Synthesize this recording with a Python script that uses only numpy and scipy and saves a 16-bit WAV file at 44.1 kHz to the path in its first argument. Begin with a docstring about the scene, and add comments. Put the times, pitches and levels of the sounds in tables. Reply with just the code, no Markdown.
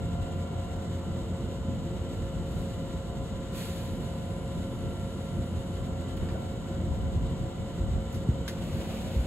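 """Two electric trains waiting

At an open-air platform, motor-generators hum and whine, and fan blades sing over a rumble of air.
Compressed air hisses out in faint puffs and one strong one; later a valve snaps open and vents.
There are a few ticks and a far clack. A light breeze and soft bumps touch the microphone."""
import sys
import numpy as np
from scipy import signal
from scipy.fft import rfft, irfft
from scipy.io import wavfile

SR = 44100
rng = np.random.default_rng(int(sys.argv[2]) if len(sys.argv) > 2 else 0)


def to_wav(sig):
    """Store sig (one row per channel, or 1-D mono) as 16-bit WAV at the path in sys.argv[1].

    Samples outside -1..1 are clipped; the rate is SR.
    """
    pcm = np.clip(np.atleast_2d(sig), -1, 1) * 32767
    pcm = np.round(pcm).astype(np.int16)
    wavfile.write(sys.argv[1], SR, pcm.T)  # frames by channels


N = 408366
TIME = np.arange(N) / SR
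FREQS = np.maximum(np.fft.rfftfreq(N, 1 / SR), 1)

# In the tables, lead_rad is how far the left wave runs ahead of the right, density_db is noise
# strength per hertz before any gain, and fade_s is the time to die away by 60 dB.
# the generator's hum: supply_multiple, level_db, lead_rad
GENERATOR_HUM = [(1, -47, -.1), (2, -49, -.2), (9, -47.7, -.2), (21, -75, .1), (54, -71, 3.1)]
# the other train's generator, a little faster, so the two hums throb: pitch_hz, level_db, lead_rad
OTHER_GENERATOR = (544.4, -56.3, .2)
# whine from the generator's slots, lowest tone first: level_db
SLOT_WHINE = [-75, -74, -77, -74, -78, -74, -78, -81, -74]
# the shaft's faint buzz: pitch_hz, typical_level_db
SHAFT_BUZZ = [(800, -99), (1600, -89), (2900, -86), (3700, -87), (5200, -98), (7400, -91), (10000, -105)]
# humming fan motors and panels: pitch_hz, level_db, lead_rad
MOTOR_HUM = [(87.5, -43, -.1), (92.9, -47.5, -.1), (127.9, -50, -.2), (164.2, -49, -.2), (172.9, -47, -.2),
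             (187.1, -49, 0), (220.7, -48, 0), (262.4, -52, 0), (349.9, -55, -.1), (453.5, -54.7, .2),
             (1013.4, -70, 0), (3954, -77, 2.9), (6989, -77, 0), (7152, -79, 0), (7964, -79, -1.6),
             (8051, -80, -1.8)]
# blowers: pitch_hz, flutter_share, a list of (level_db, lead_rad) for 1, 2, ... times that pitch
BLOWER_TONES = [(695.8, .18, [(-55.2, 1.3), (-66.8, .5), (-78, 1.5), (-71, 1.5)]), (740.3, .5, [(-58, 2.1),
                (-67.8, -2.1), (-74.5, 1.5)]), (1361.3, .12, [(-62.9, 0)])]
# swells and fades, one list for each blower: time_s, gain_db
BLOWER_SWELLS = [
    [(0, 7), (.62, 6), (.8, 1), (4.7, 2), (9.26, -2)],
    [(.65, 4), (1.3, 1), (3.5, -3), (4, 3.5), (5.1, 1.5), (6.5, 5), (9.26, 4.5)],
    [(0, -1), (1.05, 2.5), (1.6, -4.5), (2.2, 2.5), (2.65, -2), (3.75, -0.5), (4.1, -6), (4.6, -1),
     (4.95, 5), (5.5, -1), (6.4, 2.5), (7.2, -2.5), (8.3, 1), (9.26, -7)],
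]
# a cooling fan that wavers and slows a little: time_s, pitch_hz, level_db
COOLING_FAN = [(0, 1010, -58), (2.1, 1005.8, -65), (4.3, 1007.7, -57.5), (6, 1005, -68), (7.1, 1004, -61),
               (8.2, 1003, -63), (9.26, 1002, -74)]

# a fine, bright leak: frequency_hz, density_db
LEAK_HISS = [(700, -102), (1200, -85.5), (2600, -85), (3600, -82), (4400, -84), (5300, -93.5),
             (7500, -87.5), (9500, -89), (12000, -90.5), (15500, -99)]
# puffs from the leak: start_s, gain_db, hold_s
PUFFS = [(2.077, -14, .04), (2.447, -10.5, 0.15), (3.515, 1, 0.12), (4.5, -17.5, 1.3), (6.05, -18, 0.41),
         (8.6, -9.5, 0.63)]
# duller air from the open valve: frequency_hz, density_db
VENT_HISS = [(400, -72), (700, -74.5), (1100, -87.5), (1700, -88.5), (2500, -85.5), (3600, -87.5),
             (5200, -96), (9000, -97), (12000, -100.5), (15500, -105)]
# valve snaps and small ticks: start_s, gain_db, fade_s, tilt_db_per_octave
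SNAPS = [(0.759, -12, .035, 3), (6.168, -10, 0.014, 9), (6.171, -14, .06, -1), (8.125, -19, .08, 10),
         (8.142, -13, 0.23, 3.5), (8.478, 4.5, 0.048, 1), (8.482, -2.5, 0.15, 1.5)]
# the crack of air in a snap: frequency_hz, density_db
SNAP_NOISE = [(700, -82), (1700, -70), (2500, -77), (3600, -72), (5500, -78.5), (9000, -85), (11200, -83.5),
              (15500, -96)]
# the ringing valve and pipe: pitch_hz, level_db, fade_s
VALVE_RING = [(1212, -54, .16), (1880, -52, .11), (2055, -49, 0.17), (3110, -49, .06)]
# clacks and rattles far down the train: start_s, gain_db, fade_s, tilt_db_per_octave
CLACKS = [(6.228, -8, .15, 0), (6.286, 2, .1, 3), (6.298, 2, 0.088, 3), (6.335, -13, 0.12, -4),
          (6.351, -19, .25, -6)]
# the dull noise of a clack: frequency_hz, density_db
CLACK_NOISE = [(500, -63), (1000, -74), (1600, -77), (3000, -88), (5000, -91)]

# air churned by fans under the cars: frequency_hz, density_db
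FAN_RUMBLE = [(20, -84), (32, -63.5), (50, -59), (85, -57), (130, -59.5), (190, -60.5), (300, -66.5),
              (430, -70.5), (560, -72), (800, -80.5), (1000, -78.5), (1600, -91.5)]
# air rushing through grilles: frequency_hz, density_db
GRILLE_RUSH = [(1600, -92), (2000, -90), (2450, -96.5), (3000, -88), (3700, -89), (4400, -95),
               (5100, -99.6), (6300, -99.3), (7000, -94), (8000, -93), (8900, -100.5), (10000, -104.5),
               (13500, -106.9), (15300, -114)]
# standing waves in ducts and between cars: centre_hz, width_hz, gain_db
DUCT_BANDS = [(171, 33, 1.5), (302, 23, -4), (349, 88, 2), (419, 30, -2.5), (840, 39, -4), (872, 24, 4.5),
              (1067, 17, -9), (1475, 31, 6), (2002, 30, 5.5), (3250, 50, -18), (3870, 100, 3)]
# breeze on the microphone: frequency_hz, density_db
BREEZE_NOISE = [(25, -47), (38, -27), (55, -10), (80, -13), (150, -23.5), (300, -34)]
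# gusts of breeze: peak_s, gain_db, length_s
GUSTS = [(1.7, -48, 0.16), (2.2, -44.5, 0.71), (6.25, -39.5, 0.15), (6.914, -43, 0.28),
         (7.216, -40.5, 0.44), (7.93, -36.5, 0.24)]
# soft bumps on the microphone's case: start_s, level_db, start_pitch_hz, fade_s
BUMPS = [(7.829, -19.5, 70, 0.13), (7.906, -23, 173, 0.073), (7.939, -20, 80, 0.12),
         (8.287, -10, 261, 0.097), (9.162, -14.5, 110, 0.12), (9.191, -17.5, 75, 0.12)]
# how alike the air sounds on the left and right: frequency_hz, likeness (0 to 1)
STEREO_LIKENESS = [(60, .8), (300, .95), (700, .85), (1400, .7), (2000, .6), (2900, .45), (4200, .3),
                   (5400, .7), (6700, .9), (15300, .9)]
# left and right move together in the bass and slip apart in the treble: frequency_hz, lead_rad
STEREO_LEAD = [(1400, 0), (2100, -.7), (2500, 0), (2900, 1.5), (3300, 2.6), (5400, 3.1), (7000, 0),
               (9200, -3.1), (11400, -6.3), (13700, -9.4), (15700, -12.6)]

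SUPPLY_HZ = 59.89  # the train's alternating current


def generator():
    """Magnets hum at multiples of the supply; the spinning rotor splits the slot whine into many tones."""
    hum = sum(tone(k * SUPPLY_HZ, db, lead, flutter=.06, rate_hz=3) for k, db, lead in GENERATOR_HUM)
    other_train = tone(*OTHER_GENERATOR, flutter=.1, rate_hz=3)
    slot_hz = SUPPLY_HZ * (49 + np.arange(len(SLOT_WHINE)) / 2)
    whine = sum(tone(hz, db, .93, flutter=.56, rate_hz=5.5) for hz, db in zip(slot_hz, SLOT_WHINE))
    return hum + other_train + whine


def shaft_buzz(uneven_db=3):
    """The generator's shaft adds faint, uneven tones at multiples of its turning speed."""
    shaft_hz = SUPPLY_HZ / 2
    multiples = np.arange(SHAFT_BUZZ[0][0] // shaft_hz, SHAFT_BUZZ[-1][0] // shaft_hz)
    bins = np.round(multiples * shaft_hz * N / SR).astype(int)  # places in FREQS
    spread_db = uneven_db * rng.standard_normal((2, len(FREQS)))
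    phase = 2 * np.pi * rng.random((2, len(FREQS)))
    tones = np.zeros((2, len(FREQS)), complex)
    tones[:, bins] = (from_db(curve(SHAFT_BUZZ) + spread_db) * np.exp(1j * phase))[:, bins]
    return irfft(to_stereo(*tones), N) * N / 2


def motors(beat_s=5.2, peak_s=.77, swing_db=4, deep_hz=100):
    """Fan motors and panels hum; the deepest tones swell and fade in a slow beat."""
    beat_db = swing_db * np.cos(2 * np.pi * (TIME - peak_s) / beat_s)
    return sum(tone(hz, db + beat_db if hz < deep_hz else db, lead, flutter=.31, rate_hz=1.5)
               for hz, db, lead in MOTOR_HUM)


def blowers():
    """Blade tones flutter in the air they stir, and slowly swell or fade."""
    out = 0
    for (hz, flutter, harmonics), swells in zip(BLOWER_TONES, BLOWER_SWELLS):
        blades = sum(tone(k * hz, db, lead, flutter, rate_hz=4.2)
                     for k, (db, lead) in enumerate(harmonics, 1))
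        out = out + blades * from_db(np.interp(TIME, *np.transpose(swells)))
    return out


def cooling_fan():
    """One clean blade tone follows the fan's speed."""
    times, hz, db = np.transpose(COOLING_FAN)
    cycles = np.cumsum(np.interp(TIME, times, hz)) / SR
    return np.sqrt(2) * from_db(np.interp(TIME, times, db)) * np.sin(2 * np.pi * cycles)


def leak(seep_db=-47, rise_s=.048, fall_db_per_s=36, trickle_db=-10, trickle_db_per_s=14):
    """Compressed air always seeps out; sputtering puffs open quickly, hold, drop and trickle on."""
    power = from_db(seep_db) ** 2
    for start_s, db, hold_s in PUFFS:
        opening = np.clip((TIME - start_s) / rise_s, 0, 1)
        closed_s = seconds_since(start_s + hold_s)
        fall_db = np.maximum(-fall_db_per_s * closed_s, trickle_db - trickle_db_per_s * closed_s)
        power = power + (opening * from_db(db + fall_db)) ** 2
    return noise(LEAK_HISS) * np.sqrt(power) * flicker(depth_db=1, rate_hz=28)


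def leak_whistle(pitch_hz=10200, width_hz=520, density_db=-95.5, start_s=3.4, end_s=6, ramp_s=.28):
    """After the strong puff, air sings thinly in a narrow gap until it closes."""
    hiss = noise([(pitch_hz / 2, density_db), (pitch_hz * 2, density_db)])
    flow = np.clip(np.minimum(TIME - start_s, end_s - TIME) / ramp_s, 0, 1)
    return irfft(rfft(hiss) * band(pitch_hz, width_hz), N) * flow


def valve_snaps():
    """Each snap is a crack of air and a short ring of metal."""
    out = bursts(SNAPS, SNAP_NOISE)
    for start_s, db, _, tilt in SNAPS:
        start = int(start_s * SR)
        age = TIME[:N - start][:SR // 2]
        for hz, ring_db, fade_s in VALVE_RING:
            level_db = db + ring_db + tilt * np.log2(hz / 4000) - 60 * age / fade_s
            ring = np.sin(2 * np.pi * (hz * age + rng.random()))
            out[:, start:start + len(age)] += from_db(level_db) * ring
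    return out


def vent(start_s=8.43, gain_db=3.5, rise_s=.41, fall_db_per_s=7.5):
    """A sputtering jet grows as the valve opens, then weakens as the pressure drops."""
    age = seconds_since(start_s)
    flow = np.minimum(age / rise_s, 1) * from_db(gain_db - fall_db_per_s * age)
    return noise(VENT_HISS) * flow * flicker(depth_db=1.7, rate_hz=22)


def airflow(rumble_db=-.78, lumpy_below_hz=270):
    """Fans push air: a lumpy rumble and a smoother rush, with some bands lifted or dulled by ducts."""
    rumble = noise(FAN_RUMBLE) * from_db(rumble_db)
    bass = irfft(rfft(rumble) / (1 + (FREQS / lumpy_below_hz) ** 4), N)
    lumps = bass * (flicker(depth_db=2.5, rate_hz=8) - 1)
    rush = noise(GRILLE_RUSH) * flicker(depth_db=.99, rate_hz=18)
    ducts_db = sum(db * band(hz, width_hz) for hz, width_hz, db in DUCT_BANDS)
    return irfft(rfft(rumble + lumps + rush) * from_db(ducts_db), N)


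def far_clack():
    """Something clacks and rattles far down the train."""
    return bursts(CLACKS, CLACK_NOISE)


def breeze(calm_db=-62.5):
    """Gusts rise out of calm air; swirls push a little differently on each side of the microphone."""
    swirls = noise(BREEZE_NOISE, shared=.9)
    gusts = sum(from_db(db) * np.exp(-(2 * (TIME - peak_s) / length_s) ** 2)
                for peak_s, db, length_s in GUSTS)
    return swirls * (from_db(calm_db) + gusts) * flicker(depth_db=3, rate_hz=10)


def bumps(rest_hz=58, settle_s=.0054, rise_s=.0019):
    """Each bump shakes the microphone briefly, its pitch sinking as the contact softens."""
    out = np.zeros(N)
    for start_s, db, hz, fade_s in BUMPS:
        age = seconds_since(start_s)
        cycles = rest_hz * age + (hz - rest_hz) * settle_s * (1 - np.exp(-age / settle_s))
        loudness = from_db(db - 60 * age / fade_s) * (1 - np.exp(-age / rise_s))
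        out += loudness * np.sin(2 * np.pi * cycles)
    return out


def bursts(hits, spectrum, rise_s=.0012, echo_db=-22, echo_fade_s=.47):
    """Bursts of noise die quickly, leaving a faint echo between the cars."""
    out = np.zeros((2, N))
    for start_s, db, fade_s, tilt in hits:
        age = seconds_since(start_s)
        decay = from_db(-60 * age / fade_s) + from_db(echo_db - 60 * age / echo_fade_s)
        out += from_db(db) * (1 - np.exp(-age / rise_s)) * decay * noise(spectrum, tilt)
    return out


def tone(hz, level_db, lead_rad, flutter, rate_hz):
    """A stereo tone whose strength and timing waver in swirling air."""
    wavering = (1 + flutter * (drift(rate_hz) + 1j * drift(rate_hz))) / np.sqrt(1 + 2 * flutter ** 2)
    wave = wavering * np.exp(2j * np.pi * (hz * TIME + rng.random()))
    left_right = np.exp(.5j * lead_rad * np.array([[1], [-1]]))
    return np.sqrt(2) * from_db(level_db) * np.real(wave * left_right)


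def noise(spectrum, tilt=0, shared=1):
    """Stereo noise shaped by a table, fading steeply past its ends; tilt (dB per octave) brightens it."""
    octaves_below = np.maximum(np.log2(spectrum[0][0] / FREQS), 0)
    octaves_above = np.maximum(np.log2(FREQS / spectrum[-1][0]), 0)
    level_db = curve(spectrum) - 60 * (octaves_below + octaves_above) + tilt * np.log2(FREQS / 4000)
    mid, side = rng.standard_normal((2, len(FREQS))) + 1j * rng.standard_normal((2, len(FREQS)))
    return irfft(to_stereo(mid, side, shared) * from_db(level_db) * np.sqrt(SR * N / 8), N)


def to_stereo(mid, side, shared=1):
    """Mix two unrelated spectra into a left and a right that are partly alike."""
    alike = np.clip(shared * curve(STEREO_LIKENESS), 0, 1)
    signs = np.array([[1], [-1]])
    pair = np.sqrt(1 + alike) * mid + np.sqrt(1 - alike) * side * signs
    return pair * np.exp(.5j * curve(STEREO_LEAD) * signs)


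def drift(rate_hz):
    """A smooth random wander around zero, with a typical size of 1."""
    step, warm_up = 100, 2000  # samples per step, steps thrown away
    memory = np.exp(-2 * np.pi * rate_hz * step / SR)
    jitter = rng.standard_normal(N // step + warm_up + 2)
    slow = signal.lfilter([1], [1, -2 * memory, memory ** 2], jitter)[warm_up:]
    return np.interp(np.arange(N) / step, np.arange(len(slow)), slow / slow.std())


def flicker(depth_db, rate_hz):
    """A gain that wanders up and down at random."""
    return from_db(depth_db * drift(rate_hz))


def band(centre_hz, width_hz):
    """A peak of height 1 around one frequency."""
    return 1 / (1 + (2 * (FREQS - centre_hz) / width_hz) ** 2)


def curve(points):
    """Join a table's points to get a value at every frequency."""
    hz, value = np.transpose(points)
    return np.interp(np.log(FREQS), np.log(hz), value)


def seconds_since(start_s):
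    """A clock that stays at zero until the start."""
    return np.maximum(TIME - start_s, 0)


def from_db(db):
    """Turn decibels into a multiplier."""
    return 10 ** (np.asarray(db) / 20)


def scene():
    """Everything heard from the platform."""
    machines = generator() + shaft_buzz() + blowers() + cooling_fan() + motors()
    compressed_air = leak() + vent() + leak_whistle() + valve_snaps()
    return machines + compressed_air + airflow() + breeze() + far_clack() + bumps()


def record(dry, lowest_hz=32, highest_hz=15720):
    """Soften the deepest bass and cut off the highest treble."""
    bass_cut = signal.butter(3, lowest_hz, "high", fs=SR, output="sos")
    treble_cut = signal.ellip(12, .1, 80, highest_hz, fs=SR, output="sos")
    return signal.sosfilt(treble_cut, signal.sosfilt(bass_cut, dry))


dry = scene()
out = record(dry)
to_wav(out)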